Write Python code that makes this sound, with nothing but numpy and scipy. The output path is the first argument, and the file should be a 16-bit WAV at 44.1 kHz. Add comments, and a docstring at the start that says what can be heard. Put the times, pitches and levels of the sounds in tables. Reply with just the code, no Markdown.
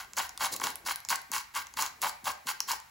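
"""Crystals crunch at once as a hand salt mill is twisted in quick strokes over a bowl, close under a phone.
The crunch is dense random clicks that ring the hollow mill, plus bright filtered grit.
A small kitchen adds brief echoes, low rumble and faint hiss; the working hands rumble as slow-varying noise.
Single crystals snap as short bursts, jolts ring the mill, and fingers regrip with soft thumps falling in pitch."""
import sys
import numpy as np
from scipy import signal
from scipy.fft import rfft, irfft
from scipy.io import wavfile

SR = 44100
rng = np.random.default_rng(int(sys.argv[2]) if len(sys.argv) > 2 else 0)


def wav_out(sig):
    """Save sig, one row per channel (or a flat mono array), as 16-bit PCM at SR to the path in sys.argv[1]."""
    wavfile.write(sys.argv[1], SR, np.round(np.clip(np.atleast_2d(sig).T, -1, 1) * 32767).astype(np.int16))


N = 127890  # samples in the scene
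T = np.arange(N) / SR  # seconds
F = np.arange(N // 2 + 1) * SR / N  # Hz
LEFT_RIGHT = np.array([[1], [-1]])  # adds a difference signal to the left, takes it from the right


def amp(db):
    """Turn decibels into a multiplier."""
    return 10 ** (np.asarray(db) / 20)


def unit(x):
    """Scale a sound to an average (RMS) strength of 1."""
    return x / np.sqrt(np.mean(x ** 2))


def over_hz(table, f=F):
    """Read a (Hz, value) table on a log-frequency axis."""
    hz, value = np.array(table, float).T
    return np.interp(np.log(f + 1), np.log(hz + 1), value)


def colour(x, gain):
    """Filter a sound by a gain for each frequency."""
    return irfft(rfft(x) * gain, N)


def band(hz, width_hz, f=F):
    """Response of one resonance, 1 at its centre."""
    damping = 1j * f * width_hz
    return damping / (hz ** 2 - f ** 2 + damping + 1e-9)


# Ringing tones of the mill. Each row: pitch in Hz, width in Hz, level in dB before the broad body filter.
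MILL_MODES = [(548, 180, -19), (798.5, 125, -6), (898.4, 119.4, 0.5), (1098, 153, -0.5), (1300, 178, -3),
              (1392, 176, -5.5), (1575, 103, -6.5), (1921, 310, -14.5), (2247, 72, -8.5), (2417, 50, -11.5),
              (2754, 273, -12.5), (3200, 264, -11.5)]


def body(f=F, low_db=0., high_db=0.):
    """Response of the hollow mill; the hand may favour or hold back its lower or upper modes."""
    total = 0
    for k, (hz, width_hz, db) in enumerate(MILL_MODES):
        held_db = low_db if hz < 850 else high_db if hz > 1300 else 0
        sign = (-1) ** k  # neighbouring modes push in opposite directions
        total = total + sign * amp(db + held_db) * band(hz, width_hz, f)
    return total * band(1405, 2080, f)


CLICKS_PER_S, SHARED = 1600, .35  # average rate; amount of clicking common to the dull and bright crunch
CLICK_SPREAD_DB, CLICK_TOP_DB = 5, 14  # average boost and largest boost of a click
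RUB_DB = -3.5  # fine rub relative to the clicks


def clicks():
    """Uneven clicks at random moments over a fine rub of steady noise."""
    boost_db = np.minimum(CLICK_SPREAD_DB * rng.exponential(size=N), CLICK_TOP_DB)
    happens = rng.random(N) < CLICKS_PER_S / SR
    hits = happens * rng.standard_normal(N) * amp(boost_db)
    return unit(unit(hits) + amp(RUB_DB) * rng.standard_normal(N))


# One list of rows per grinding stroke.
# Each row: time in seconds, crunch level in dB before trims, treble in dB relative to the crunch.
STROKE_CURVES = [
    [(0.0, -29.5, -11), (0.004, -41.5, 0.5), (0.05, -48, -7.5)],
    [(0.16, -66.5, 14), (0.172, -29, -5), (0.188, -31.5, 5.5), (0.206, -25.5, -13.5), (0.216, -37.5, 0.5),
     (0.27, -49, 0.5)],
    [(0.395, -44, -2), (0.413, -30, -3), (0.449, -25, -5), (0.457, -29.5, -2.5), (0.467, -31.5, -1.5),
     (0.481, -55, 6), (0.49, -55, -4)],
    [(0.51, -48, -6), (0.524, -45.5, 13), (0.542, -42.5, 9), (0.552, -38, -22), (0.562, -54.5, 19.5),
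     (0.585, -70, 6)],
    [(0.61, -52, 10), (0.618, -35.5, -6), (0.628, -39, -5.5), (0.64, -29, 1.5), (0.65, -33.5, 0.5),
     (0.676, -34.5, -4), (0.72, -46, -0.5)],
    [(0.852, -68, 21), (0.856, -44.5, -3), (0.864, -35.5, 1.5), (0.914, -32, -2.5), (0.922, -38, 5),
     (0.945, -55, -17)],
    [(1.095, -37, 8), (1.107, -29, 1), (1.125, -26, -6), (1.151, -32, -8), (1.157, -45, 13.5),
     (1.17, -62, -11)],
    [(1.32, -44, -2), (1.332, -33.5, 1.5), (1.36, -31, 0), (1.415, -50, 4.5)],
    [(1.54, -45, -4), (1.566, -24.5, -7), (1.625, -46.5, 0)],
    [(1.765, -52, -3), (1.769, -36.5, -3), (1.797, -30.5, -2), (1.805, -35, 6), (1.829, -29, -4),
     (1.88, -43.5, -1.5)],
    [(2.012, -69, 18), (2.022, -32, 1.5), (2.034, -25.5, -6.5), (2.054, -29, -6), (2.064, -29, -7),
     (2.094, -42.5, 6.5), (2.115, -50, -10)],
    [(2.245, -45.5, 1.5), (2.273, -23, -7.5), (2.289, -33, -4.5), (2.299, -26, -15), (2.319, -45, 5.5),
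     (2.335, -53, -12)],
    [(2.462, -68, 18.5), (2.472, -37, -4), (2.488, -30, -0.5), (2.518, -43, 6.5), (2.54, -75, -7)],
    [(2.675, -46.5, 1), (2.691, -31, 0.5), (2.711, -30, -4), (2.717, -28.5, 1.5), (2.733, -36.5, -3.5),
     (2.77, -55, 6.5)],
]
# How the hand shapes the mill's ring, one row per stroke.
# Each row: change in dB for modes under 850 Hz, change in dB for modes over 1300 Hz.
HAND_HOLD = [(5.5, 5.5), (4.5, 4.9), (6, 3.6), (9, 0), (4, 3), (5.3, 5.3), (0.9, 2.4), (-12, 4.6),
             (-0.5, 4.2), (2, 2.3), (5.5, 0.8), (4, 0.9), (-4, 7), (-13, 2.3)]
# Colour of a breaking crystal. Each row: frequency in Hz, relative strength in dB per Hz.
GRIT_COLOUR = [(1500, -11), (2600, -14), (3500, -10), (4200, 0), (5500, -4), (6800, -2.5), (9000, -6),
               (11000, -3), (13500, -8.5), (16500, -3.5)]
EDGE_S = .005  # fade before and after each stroke


def grinding():
    """Crystals crumble as each stroke presses harder and softer: dull clicks ring the body, bright ones are grit."""
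    common = clicks()
    body_strength = np.sqrt(np.mean(np.abs(body()) ** 2))
    dull = (clicks() + SHARED * common) * amp(-6.5) / body_strength
    spectrum, treble = 0, np.zeros(N)
    for rows, (low_db, high_db) in zip(STROKE_CURVES, HAND_HOLD):
        s, db, treble_db = np.array(rows, float).T
        edge = np.clip(np.minimum(T - s[0], s[-1] - T) / EDGE_S + 1, 0, 1)
        crunch = dull * edge * amp(np.interp(T, s, db))
        spectrum = spectrum + rfft(crunch) * body(F, low_db, high_db)
        treble += edge * amp(np.interp(T, s, db + treble_db))
    grit = amp(over_hz(GRIT_COLOUR))
    grit = grit / np.sqrt(np.mean(grit ** 2))
    # ten overlapping bands, each with clicks partly its own
    for hz in 2600 * 1.22 ** np.arange(10):
        bright = treble * (clicks() + SHARED * common)
        spectrum = spectrum + rfft(bright) * grit * band(hz, hz * .25) ** 2
    return irfft(spectrum, N)


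# How long echoes last. Each row: frequency in Hz, seconds to fade by 60 dB.
ECHO_FADE = [(200, 0.3), (700, 0.54), (1200, 0.15), (1700, 0.51), (2200, 0.58), (2900, 0.24), (4000, 0.36),
             (8000, 0.23), (16000, 0.2)]
# How echoes differ between the ears. Each row: frequency in Hz, left-right difference relative to the shared part.
ECHO_UNLIKE = [(100, 0.31), (500, 1), (1000, 1), (3000, 0.79), (5500, 0.71), (7500, 0.086), (16000, .08)]
ROOM_DB = -9  # strength of the echoes


def room(x):
    """A tail of dense echoes, fading band by band, partly different left and right."""
    def echo_noise(hz):
        return unit(colour(rng.standard_normal(N), band(hz, hz * 0.47) ** 2)) * np.sqrt(hz / 1000)

    tail = 0
    for hz in 125 * 2. ** np.arange(0, 7.1, .5):
        mid, side = echo_noise(hz), echo_noise(hz)
        onset = np.clip(T / 0.0013, 0, 1)
        fade = amp(-60 * T / over_hz(ECHO_FADE, hz)) * onset
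        tail = tail + fade * (mid + over_hz(ECHO_UNLIKE, hz) * side * LEFT_RIGHT)
    tail = amp(ROOM_DB) * tail / np.sqrt(np.mean(np.sum(tail ** 2, axis=1)))
    return signal.fftconvolve(x[None], tail[:, :SR // 2], axes=1)[:, :N]  # first half second of the tail


# Rumble of the working hands.
# Each row: time in seconds, level in dB of the deep band, level in dB of the low band before a 3 dB cut.
HAND_RUMBLE = [(0.0, -65, -65), (0.13, -69, -68.5), (0.2, -71, -49.5), (0.27, -59, -72), (0.35, -75, -67),
               (0.41, -54, -64), (0.44, -57.5, -48), (0.49, -67, -67), (0.53, -72, -44.5),
               (0.58, -61, -56.5), (0.65, -63, -43.5), (0.74, -68, -59), (0.81, -73, -62),
               (0.84, -62, -56.5), (0.92, -68, -54), (0.96, -58, -81), (1.02, -78, -78), (1.09, -61, -77),
               (1.11, -67, -49.5), (1.28, -70, -82), (1.3, -81, -59.5), (1.37, -57, -55.5),
               (1.44, -74, -79), (1.52, -75, -79), (1.59, -65, -56.5), (1.72, -73, -77), (1.81, -61.5, -50),
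               (1.88, -68, -68), (1.99, -80, -65), (2.04, -66, -47.5), (2.21, -68, -82.5), (2.24, -64, -67),
               (2.29, -61, -50), (2.33, -68, -64), (2.44, -84, -78), (2.46, -64, -55.5), (2.58, -77, -73.5),
               (2.73, -62, -55.5), (2.83, -74, -76), (2.9, -89, -95)]


def hands():
    """Skin and sleeves drag on the mill and shake the board: two noise bands that rise and fall."""
    def noise(hz, width_hz):
        return unit(colour(rng.standard_normal(N), band(hz, width_hz) ** 2))

    def wide(hz, width_hz):
        return noise(hz, width_hz) + .18 * noise(hz, width_hz) * LEFT_RIGHT

    s, deep_db, low_db = np.array(HAND_RUMBLE, float).T
    deep = amp(np.interp(T, s, deep_db)) * wide(50.3, 65)
    low = amp(np.interp(T, s, low_db) - 3) * wide(293, 600)
    return deep + low


# Colour of the kitchen's background. Each row: frequency in Hz, relative strength in dB per Hz.
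KITCHEN_COLOUR = [(20, -36), (35, -18), (52, -8), (100, -13), (300, -25.5), (600, -36.5), (1000, -15),
                  (4000, -26), (16000, -25)]
KITCHEN_DB = -59  # overall RMS level


def kitchen():
    """Steady rumble and faint hiss from filtered noise, nearly alike left and right in the bass."""
    gain = amp(over_hz(KITCHEN_COLOUR))
    side_share = np.clip(F / 900, .15, .5) * (F < 7000)
    mid = colour(rng.standard_normal(N), gain)
    side = colour(rng.standard_normal(N), gain * side_share)
    return amp(KITCHEN_DB) * unit(mid + side * LEFT_RIGHT)


def bursts(times, gains, decay_s, shape):
    """A blow inside a short crackle that swells and dies, filtered by shape(k, f) and set to its peak."""
    n = 4096
    out = np.zeros(N + n)
    t, f = np.arange(n) / SR, np.arange(n // 2 + 1) * SR / n
    swell = t / decay_s * np.exp(1 - t / decay_s)
    blow = 5.1 * np.exp(-2j * np.pi * f * decay_s)  # one impulse, timed at the height of the swell
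    for k, (s, gain) in enumerate(zip(times, gains)):
        crackle = rfft(rng.standard_normal(n) * swell)
        burst = irfft((blow + crackle) * shape(k, f), n)
        start = int(s * SR)
        out[start:start + n] += gain * burst / np.abs(burst).max()
    return out[:N]


# Single crystals snapping. Each row: time in seconds, crack peak in dB before a trim,
# brightest frequency in Hz, body ring in dB relative to that untrimmed peak, before its own trim.
CRYSTAL_SNAPS = [(0.134, -30.5, 6600, -15), (0.1679, -26, 6740, -29), (0.2927, -28, 6300, -14),
                 (0.376, -26, 4600, -14.5), (0.4069, -36, 4090, 4), (0.4587, -23, 7340, -3.5),
                 (0.5264, -23.5, 6150, -30), (0.5394, -25, 6300, -37), (0.5636, -22, 11200, -33),
                 (0.599, -28.5, 6470, -2.5), (0.6388, -19.5, 6130, -28), (0.6693, -20.5, 4170, -2),
                 (0.7036, -24, 11300, -23), (0.7563, -20.5, 11000, -27), (0.8623, -30, 7570, -6.5),
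                 (0.8723, -24.5, 4980, -9), (0.9587, -19.5, 10700, -24), (1.0032, -31.5, 11400, -30),
                 (1.0499, -28, 6300, -13), (1.0875, -18, 5430, -22), (1.1033, -17.5, 6550, -7.5),
                 (1.1184, -29.5, 6140, 4), (1.1577, -19.5, 7600, -30), (1.2166, -34, 11500, -19),
                 (1.3169, -17, 6980, -16.5), (1.3618, -27.5, 4320, 1), (1.3816, -24, 4150, -12),
                 (1.5508, -23, 7250, -26), (1.5578, -28, 4630, -6), (1.669, -33, 6150, -12),
                 (1.7388, -35.5, 7150, -10), (1.7708, -27, 4390, -3.5), (1.8224, -17.5, 7350, -10),
                 (1.8244, -17.5, 7240, -13), (1.863, -24, 5110, -12), (2.0178, -20, 10700, -21),
                 (2.0262, -29, 4320, 1), (2.0784, -29, 4260, -26), (2.0941, -27, 5000, -4.5),
                 (2.2432, -30, 11200, -18), (2.2561, -29, 4170, -9), (2.3167, -33, 4970, -14),
                 (2.4702, -23, 6040, -9.5), (2.5004, -32, 5710, 5.5), (2.5125, -42, 4380, 5),
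                 (2.604, -13.5, 5700, -16.5), (2.677, -36, 5410, -16), (2.6862, -35, 7050, 2.5),
                 (2.7161, -22, 5900, -7), (2.801, -34.5, 7220, -10.5)]
# Crunches that jolt the body. Each row: time in seconds, peak in dB before a trim.
BODY_JOLTS = [(0.19, -19.5), (0.201, -24), (0.413, -25), (0.445, -24), (0.464, -24), (0.615, -20.5),
              (0.636, -22), (0.64, -31), (0.884, -22.5), (0.908, -19), (1.113, -21.5), (1.124, -20),
              (1.334, -25.5), (1.349, -28.5), (1.362, -24.5), (1.544, -36), (1.562, -25.5), (1.791, -24),
              (1.822, -34), (2.035, -22), (2.065, -25), (2.275, -24), (2.487, -27.5), (2.511, -27.5),
              (2.701, -29), (2.708, -26.5), (2.732, -23.5)]
SNAP_S, JOLT_S = .00045, .00042  # time for a burst to swell
SNAP_TRIM_DB, RING_TRIM_DB, JOLT_TRIM_DB = 3.5, 1.5, -1.5


def snaps():
    """A bright crack and the body ring it sets off; jolts ring the body alone."""
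    def crack_shape(k, f):
        return (band(hz[k], 3000, f) + .45) * band(6500, 19000, f) ** 2

    s, db, hz, ring_db = np.array(CRYSTAL_SNAPS, float).T
    jolt_s, jolt_db = np.array(BODY_JOLTS, float).T
    cracks = bursts(s, amp(db + SNAP_TRIM_DB), SNAP_S, crack_shape)
    ring_gains = amp(np.r_[db + ring_db + RING_TRIM_DB, jolt_db + JOLT_TRIM_DB])
    rings = bursts(np.r_[s, jolt_s], ring_gains, JOLT_S, lambda k, f: body(f))
    return cracks + rings


# The hand regripping. Each row: time in seconds, level in dB.
REGRIPS = [(0.411, -53), (0.525, -55), (0.62, -67), (0.844, -52), (1.08, -63), (1.302, -54), (1.538, -66),
           (1.762, -53), (2.008, -72), (2.234, -51.5), (2.455, -52), (2.666, -61)]
GRIP_HZ, GRIP_END_HZ = 469, 79  # pitch at the start and the pitch it falls towards
GRIP_S = 0.00506  # time scale of the fall and of the swell


def grips():
    """Soft thumps of fingers closing on the mill: a short sine wave falling in pitch."""
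    t, out = np.arange(SR // 10) / SR, np.zeros(N)
    hz = GRIP_END_HZ + (GRIP_HZ - GRIP_END_HZ) * np.exp(-t / GRIP_S)
    swell = t / GRIP_S * np.exp(1 - t / GRIP_S)
    thump = np.sin(2 * np.pi * np.cumsum(hz) / SR) * swell
    for s, db in REGRIPS:
        start = int(s * SR)
        out[start:start + len(t)] += amp(db) * thump
    return out


def scene():
    """The mill and its echoes, with the hands and the kitchen around it."""
    mill = grinding() + snaps() + grips()
    return mill + room(mill) + hands() + kitchen()


# Timing between the two ports. Each row: frequency in Hz, half cycles by which the left leads.
PORT_LEAD = [(0, 0), (1200, -.03), (2400, .15), (3900, .03), (7200, 0), (9000, -1), (11150, -2),
             (13350, -3), (15300, -4), (17000, -4.15)]
# Balance between the two ports. Each row: frequency in Hz, left over right in dB.
LEFT_OVER_RIGHT = [(60, .9), (500, .3), (1500, 1.4), (5000, .6), (8000, .1), (14000, -.2)]
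TREBLE_END_HZ, TOP_DROP_DB = 15800, -27  # treble steps down over 200 Hz
LOW_CUT_HZ, TOP_HZ = 30, 16995  # bass roll-off and steep upper limit


def record(dry):
    """Two ports differ in phase and level by frequency; the treble ends in a step, then a wall."""
    lead = np.interp(F, *np.array(PORT_LEAD, float).T)
    half = np.exp(.5j * np.pi * lead) * amp(over_hz(LEFT_OVER_RIGHT) / 2)  # half the difference per side
    step = amp(TOP_DROP_DB * np.clip((F - TREBLE_END_HZ) / 200, 0, 1))
    low_cut = (1j * F / (1j * F + LOW_CUT_HZ)) ** 3
    x = colour(dry, step * low_cut * np.array([half, 1 / half]))
    return signal.sosfilt(signal.ellip(10, .2, 80, TOP_HZ, fs=SR, output="sos"), x)


dry = scene()
out = record(dry)
wav_out(out)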